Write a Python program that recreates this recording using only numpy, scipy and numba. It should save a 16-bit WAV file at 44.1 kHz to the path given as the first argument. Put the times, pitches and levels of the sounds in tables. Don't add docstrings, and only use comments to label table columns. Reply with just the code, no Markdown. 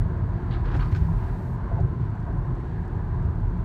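import sys
import numpy as np
from scipy import signal
from scipy.fft import rfft, irfft
from scipy.io import wavfile
from scipy.ndimage import uniform_filter1d
from numba import njit

SR = 44100
rng = np.random.default_rng(int(sys.argv[2]) if len(sys.argv) > 2 else 0)


def volts_from_decibels(level):
    exponent = np.asarray(level, float) / 20
    return 10 ** exponent


def store_wav(level_fs):
    pcm = np.round(np.clip(np.atleast_2d(level_fs), -1, 1) * 32767)
    wavfile.write(sys.argv[1], SR, pcm.T.astype(np.int16))


N = 160524
T = np.arange(N) / SR


def unit(x):
    return x / np.sqrt(np.mean(x ** 2))


def noise():
    return rng.standard_normal(N)


def curve(rows):
    return np.interp(T, *np.array(rows).T)


def walk(rate_hz):
    hold = int(SR / rate_hz)
    steps = np.repeat(rng.standard_normal(N // hold + 1), hold)
    return 1.19 * uniform_filter1d(uniform_filter1d(steps, hold), hold)[:N]


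def colour(x, shape, tilt_db=0.):
    hz = np.maximum(np.arange(len(x) // 2 + 1) * SR / len(x), 1)
    point_hz, point_db = np.array(shape).T
    gain_db = np.interp(np.log(hz), np.log(point_hz), point_db) + tilt_db * np.log2(hz / 3000)
    gain_db -= 26 * np.maximum(np.log2(point_hz[0] / hz), 0)
    gain_db -= 60 * np.maximum(np.log2(hz / point_hz[-1]), 0)
    return irfft(rfft(x) * volts_from_decibels(gain_db), len(x))


@njit
def svf(x, hz, width_hz):
    y, band, low = np.empty(len(x)), 0., 0.
    for i in range(len(x)):
        g, k = np.tan(np.pi * hz[i] / SR), width_hz / hz[i]
        v = (band + g * (x[i] - low)) / (1 + g * (g + k))
        band, low, y[i] = 2 * v - band, low + 2 * g * v, k * v
    return y


def resonances(rows, flicker_db, rate_hz):
    warm = 8192
    out = []
    for hz, width_hz, db in rows:
        centre_hz = np.pad(hz * (1 + 0.024 * walk(3)), (warm, 0), "edge")
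        band = rng.standard_normal(N + warm)
        for _ in range(2):
            band = svf(band, centre_hz, 1.47 * width_hz)
        out.append(unit(band[warm:]) * volts_from_decibels(db + flicker_db * walk(rate_hz)))
    return np.array(out)


# time in seconds, level in dB.
DECK_ROUGHNESS = [(0, -26), (.5, -28), (.7, -27.5), (1.1, -30), (1.3, -28.5), (1.55, -32), (1.85, -24.5),
                  (2.15, -32), (2.4, -30.5), (2.9, -29), (3.3, -28.5), (3.64, -28)]
# centre in Hz, width in Hz, level in dB.
BODY_MODES = [(41.4, 11.4, -1), (64.9, 15, -8.5), (84, 9.8, -5.5), (102.9, 13, -3.5), (128.3, 14, -5.5),
              (163, 19.4, -8), (189.8, 18, -21), (221.6, 30, -15.5), (281.6, 26, -21), (352.6, 46, -16),
              (440.4, 59, -23.5)]


def body():
    upper_follow, lump_db, lumps_per_s = 0.38, 1.2, 22
    deck_db = curve(DECK_ROUGHNESS)
    modes = resonances(BODY_MODES, flicker_db=.4, rate_hz=5.5)
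    scale = np.sqrt(np.mean(modes[2:5].sum(0) ** 2))
    upper_db = deck_db.mean() + upper_follow * (deck_db - deck_db.mean())
    low = modes[:5].sum(0) * volts_from_decibels(deck_db + lump_db * walk(lumps_per_s))
    upper = modes[5:].sum(0) * volts_from_decibels(upper_db)
    return (low + upper) / scale


# time in seconds, level in dB.
ROAR_LEVEL = [(0.0, -44.5), (0.26, -44), (.5, -44), (0.77, -42.5), (0.99, -46), (1.15, -45.5), (1.27, -43),
              (1.5, -45.5), (1.72, -43), (1.95, -46.5), (2.15, -46), (2.27, -44.5), (2.4, -46), (3.07, -45),
              (3.24, -44.5), (3.4, -46.5), (3.64, -46.5)]
# centre in Hz, width in Hz, level in dB.
TREAD_MODES = [(596, 89, -5), (699, 95, -1.5), (855, 82, -3), (988, 145, 2), (1245, 63, -9.5),
               (1394, 140, -9.5), (1603, 200, -6), (1945, 230, -19)]
# frequency in Hz, level in dB per Hz.
WIND_SPECTRUM = [(1500, -1.5), (1900, 1.5), (2500, -6.5), (3200, -10.5), (4600, -12.5), (5000, -23.5),
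                 (5400, -20), (8500, -27), (9500, -36.5)]


def tyres_and_wind():
    wind_db = -62
    roar_db = curve(ROAR_LEVEL)
    gusts_db = wind_db + roar_db - roar_db.mean() + 0.87 * walk(6.2)
    wind = unit(colour(noise(), WIND_SPECTRUM)) * volts_from_decibels(gusts_db)
    tread = unit(resonances(TREAD_MODES, flicker_db=1.06, rate_hz=9).sum(0))
    return tread * volts_from_decibels(roar_db) + wind


# start in seconds, length in seconds, level in dB, tilt in dB per octave.
RATTLES = [(.507, .035, -64, -1), (.545, .016, -61, -2), (.565, .04, -68, -1), (.642, .012, -61, -1),
           (.652, .01, -57, -2.5), (.672, .022, -60, -2), (.7, .01, -63, 0), (.712, .012, -55, -2),
           (.733, .02, -55, -1), (.76, .01, -64, 6), (.66, .21, -72, 0), (.79, .045, -56, -2),
           (.845, .02, -63, 1), (.875, .025, -67, 1), (.912, .01, -66, 6), (.918, .008, -59, 1),
           (.947, .005, -52, 1), (.958, .014, -66, 8), (.975, .004, -65, 1), (1.003, .03, -67, 1),
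           (1.035, .04, -69, 1), (1.1, .2, -70, 0), (2.0, .06, -74, 2)]
# frequency in Hz, level in dB per Hz.
RATTLE_SPECTRUM = [(700, -18), (1200, 3.5), (1700, 1), (2800, -9.5), (4600, -18), (5000, -19),
                   (5400, -21.5), (7500, -32), (10000, -50)]


def joint():
    attack_s, release_s, grain_db, gain_db = 0.0029, 0.015, 2.5, 11.5
    size, grain = 16384, 64
    t = np.arange(size) / SR
    out = np.zeros(N)
    for start_s, length_s, db, tilt_db in RATTLES:
        grains_db = grain_db * np.repeat(rng.standard_normal(size // grain), grain)
        burst = rng.standard_normal(size) * volts_from_decibels(grains_db)
        shape = np.clip(t / attack_s, 0, 1) * np.exp(-np.maximum(t - length_s, 0) / release_s)
        i = int(start_s * SR)
        out[i:i + size] += unit(colour(burst, RATTLE_SPECTRUM, tilt_db)) * shape * volts_from_decibels(db + gain_db)
    return out


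def ring(start_s, hz, db, t60_s, rise_s):
    t = np.maximum(T - start_s, 0)
    phase = 2 * np.pi * hz * t + .3 * walk(14)
    envelope = (1 - np.exp(-(t / rise_s) ** 2)) * np.exp(-np.log(1000) * t / t60_s)
    return volts_from_decibels(db) * envelope * np.sin(phase)


# start in seconds, pitch in Hz, level in dB, t60 in seconds.
THUMPS = [(.28, 45, -16, .25), (.28, 90, -14, .15), (.612, 75, -16, .1), (.738, 50, -7, .14),
          (.76, 100, -11, .1), (.787, 52, -11, .14), (.92, 92, -6, .14), (.972, 80, -10, .11),
          (1.012, 62, -7, .16), (1.147, 52, -11, .15), (1.61, 110, -17, .12), (1.795, 90, -14, .16),
          (1.98, 110, -15, .09), (2.026, 100, -13, .09), (2.232, 78, -16, .12), (2.295, 52, -15, .16),
          (2.4, 115, -18, .1), (2.6, 70, -17, .08), (2.655, 90, -19, .1), (2.95, 110, -19, .1),
          (3.13, 75, -18, .1), (3.247, 62, -10, .16), (3.29, 70, -14, .15), (3.47, 60, -15, .13),
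          (3.5, 110, -15, .1), (3.595, 85, -16, .1), (1.63, 50, -16, .2), (.32, 42, -17, .2)]


def wheel_thumps():
    return sum(ring(*row, rise_s=.008) for row in THUMPS)


# start in seconds, pitch in Hz, level in dB,
# t60 in seconds, rise in seconds.
RINGS = [(.74, 1570, -33, .07, .005), (.802, 4410, -44, .08, .006), (.812, 1230, -32, .16, .012),
         (.916, 350, -27, .1, .006), (.745, 355, -28, .12, .01), (.949, 1500, -29, .05, .003),
         (1.084, 960, -34, .12, .003), (1.716, 665, -32, .11, .008), (1.716, 890, -32, .08, .01),
         (1.79, 600, -28, .09, .012), (2.268, 672, -30, .12, .01), (.96, 5400, -52, .05, .003),
         (.51, 3900, -50, .08, .008), (.75, 830, -33, .1, .008), (.795, 2850, -44, .06, .005),
         (.962, 6900, -58, .04, .003), (.846, 4500, -52, .06, .004), (.878, 4550, -58, .09, .005),
         (.942, 4250, -52, .07, .005), (.52, 2900, -50, .08, .008), (2.451, 720, -29, .04, .002),
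         (2.05, 1020, -38, .05, .002), (2.27, 950, -38, .1, .01), (.826, 1150, -33, .06, .004)]


def trim_rings():
    return sum(ring(*row) for row in RINGS)


# start in seconds, centre in Hz, level in
# dB, decay in seconds.
SEAMS = [(.66, 450, -44, .03), (.742, 300, -34, .025), (.748, 750, -37, .02), (.92, 300, -38, .02),
         (1.715, 620, -41, .02), (1.765, 760, -38, .04), (2.265, 780, -41, .03), (2.45, 740, -36, .006),
         (2.051, 1000, -45, .008), (1.084, 950, -44, .01), (.508, 3900, -52, .02), (.52, 3300, -51, .02),
         (.534, 3900, -53, .03), (.654, 3800, -55, .015), (.685, 3000, -54, .012), (.716, 3500, -54, .015),
         (.8, 3300, -53, .025), (.815, 1400, -42, .025), (1.79, 720, -39, .02)]


def seam_knocks():
    out = np.zeros(N)
    for start_s, hz, db, decay_s in SEAMS:
        t = np.maximum(T - start_s, 0)
        pan = unit(colour(noise(), [(hz * 0.65, -6), (hz, 0), (hz * 1.18, -3), (hz * 1.3, -20)]))
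        out += pan * volts_from_decibels(db) * np.clip(t / 0.00093, 0, 1) * np.exp(-t / decay_s)
    return out


# start in seconds, length in seconds, pitch in Hz, level in dB.
BOOMS = [(.95, .11, 160, -21.5), (1.045, .1, 163, -21), (.725, .06, 285, -34), (.77, .055, 135, -20),
         (2.445, .11, 126, -23), (1.76, .12, 115, -25), (3.2, .2, 41, -24), (1.772, .045, 695, -34),
         (1.765, .045, 830, -43), (1.785, .03, 385, -37), (3.5, .12, 175, -28), (2.74, .14, 170, -30)]


def panel_booms():
    out = np.zeros(N)
    for start_s, length_s, hz, db in BOOMS:
        swell = np.sin(np.pi * np.clip((T - start_s) / length_s, 0, 1)) ** 1.3
        out += volts_from_decibels(db) * swell * np.sin(2 * np.pi * hz * T + .5 * walk(6.3))
    return out


# time in seconds, peak in dB.
TICKS = [(0.289, -69.5), (.607, -72.5), (1.804, -68), (2.053, -69.5), (2.253, -66.5), (2.6, -80),
         (2.805, -71.5), (2.902, -81), (3.404, -75), (3.501, -71.5)]


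def ticks():
    decay_s, buzz_per_s, buzz_db, scatter_db = 0.0031, 40, -73.5, 4.5
    spectrum = [(3500, -4.5), (6000, -3), (9000, -6.0), (10000, -22.0), (13000, -28), (15500, -19.5)]
    kicks = np.zeros(N)
    at_s = np.arange(.003, N / SR, 1 / buzz_per_s)
    kicks[(at_s * SR).astype(int)] = volts_from_decibels(buzz_db + scatter_db * rng.standard_normal(len(at_s)))
    for s, db in TICKS:
        kicks[int(s * SR)] = volts_from_decibels(db)
    envelope = signal.lfilter([1], [1, -np.exp(-1 / (decay_s * SR))], kicks)
    return envelope * unit(colour(noise(), spectrum))


# frequency in Hz, level in dB per Hz.
HISS_SPECTRUM = [(4000, -3.5), (8000, -4.5), (9800, -6.5), (10500, -9.5), (11400, -6.5), (15600, -7)]


def phone_hiss():
    loud = (T > .742) & (T < 1.562)
    return unit(colour(noise(), HISS_SPECTRUM)) * volts_from_decibels(np.where(loud, -70.5, -81))


# frequency in Hz, level in dB (the sine peaks 1 dB above it).
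WHINE = [(5959, -98.5), (6955, -99), (7946, -100), (8942, -101), (9932, -102), (10928, -104), (11919, -103),
         (12915, -104), (13905, -106), (14890, -107)]


def circuit_whine():
    return sum(volts_from_decibels(db + 1) * np.sin(2 * np.pi * hz * T) for hz, db in WHINE)


def scene():
    road = body() + tyres_and_wind() + joint()
    hits = wheel_thumps() + trim_rings() + seam_knocks() + panel_booms()
    return (road + hits + ticks())[None]


def band_limit(x):
    return signal.sosfilt(signal.butter(12, 15720, fs=SR, output="sos"), x)


def record(dry):
    bass_cut = signal.butter(2, 25.3, "high", fs=SR, output="sos")
    mic = signal.sosfiltfilt(bass_cut, dry)
    return band_limit(mic + phone_hiss() + circuit_whine())


dry = scene()
out = record(dry)
store_wav(out)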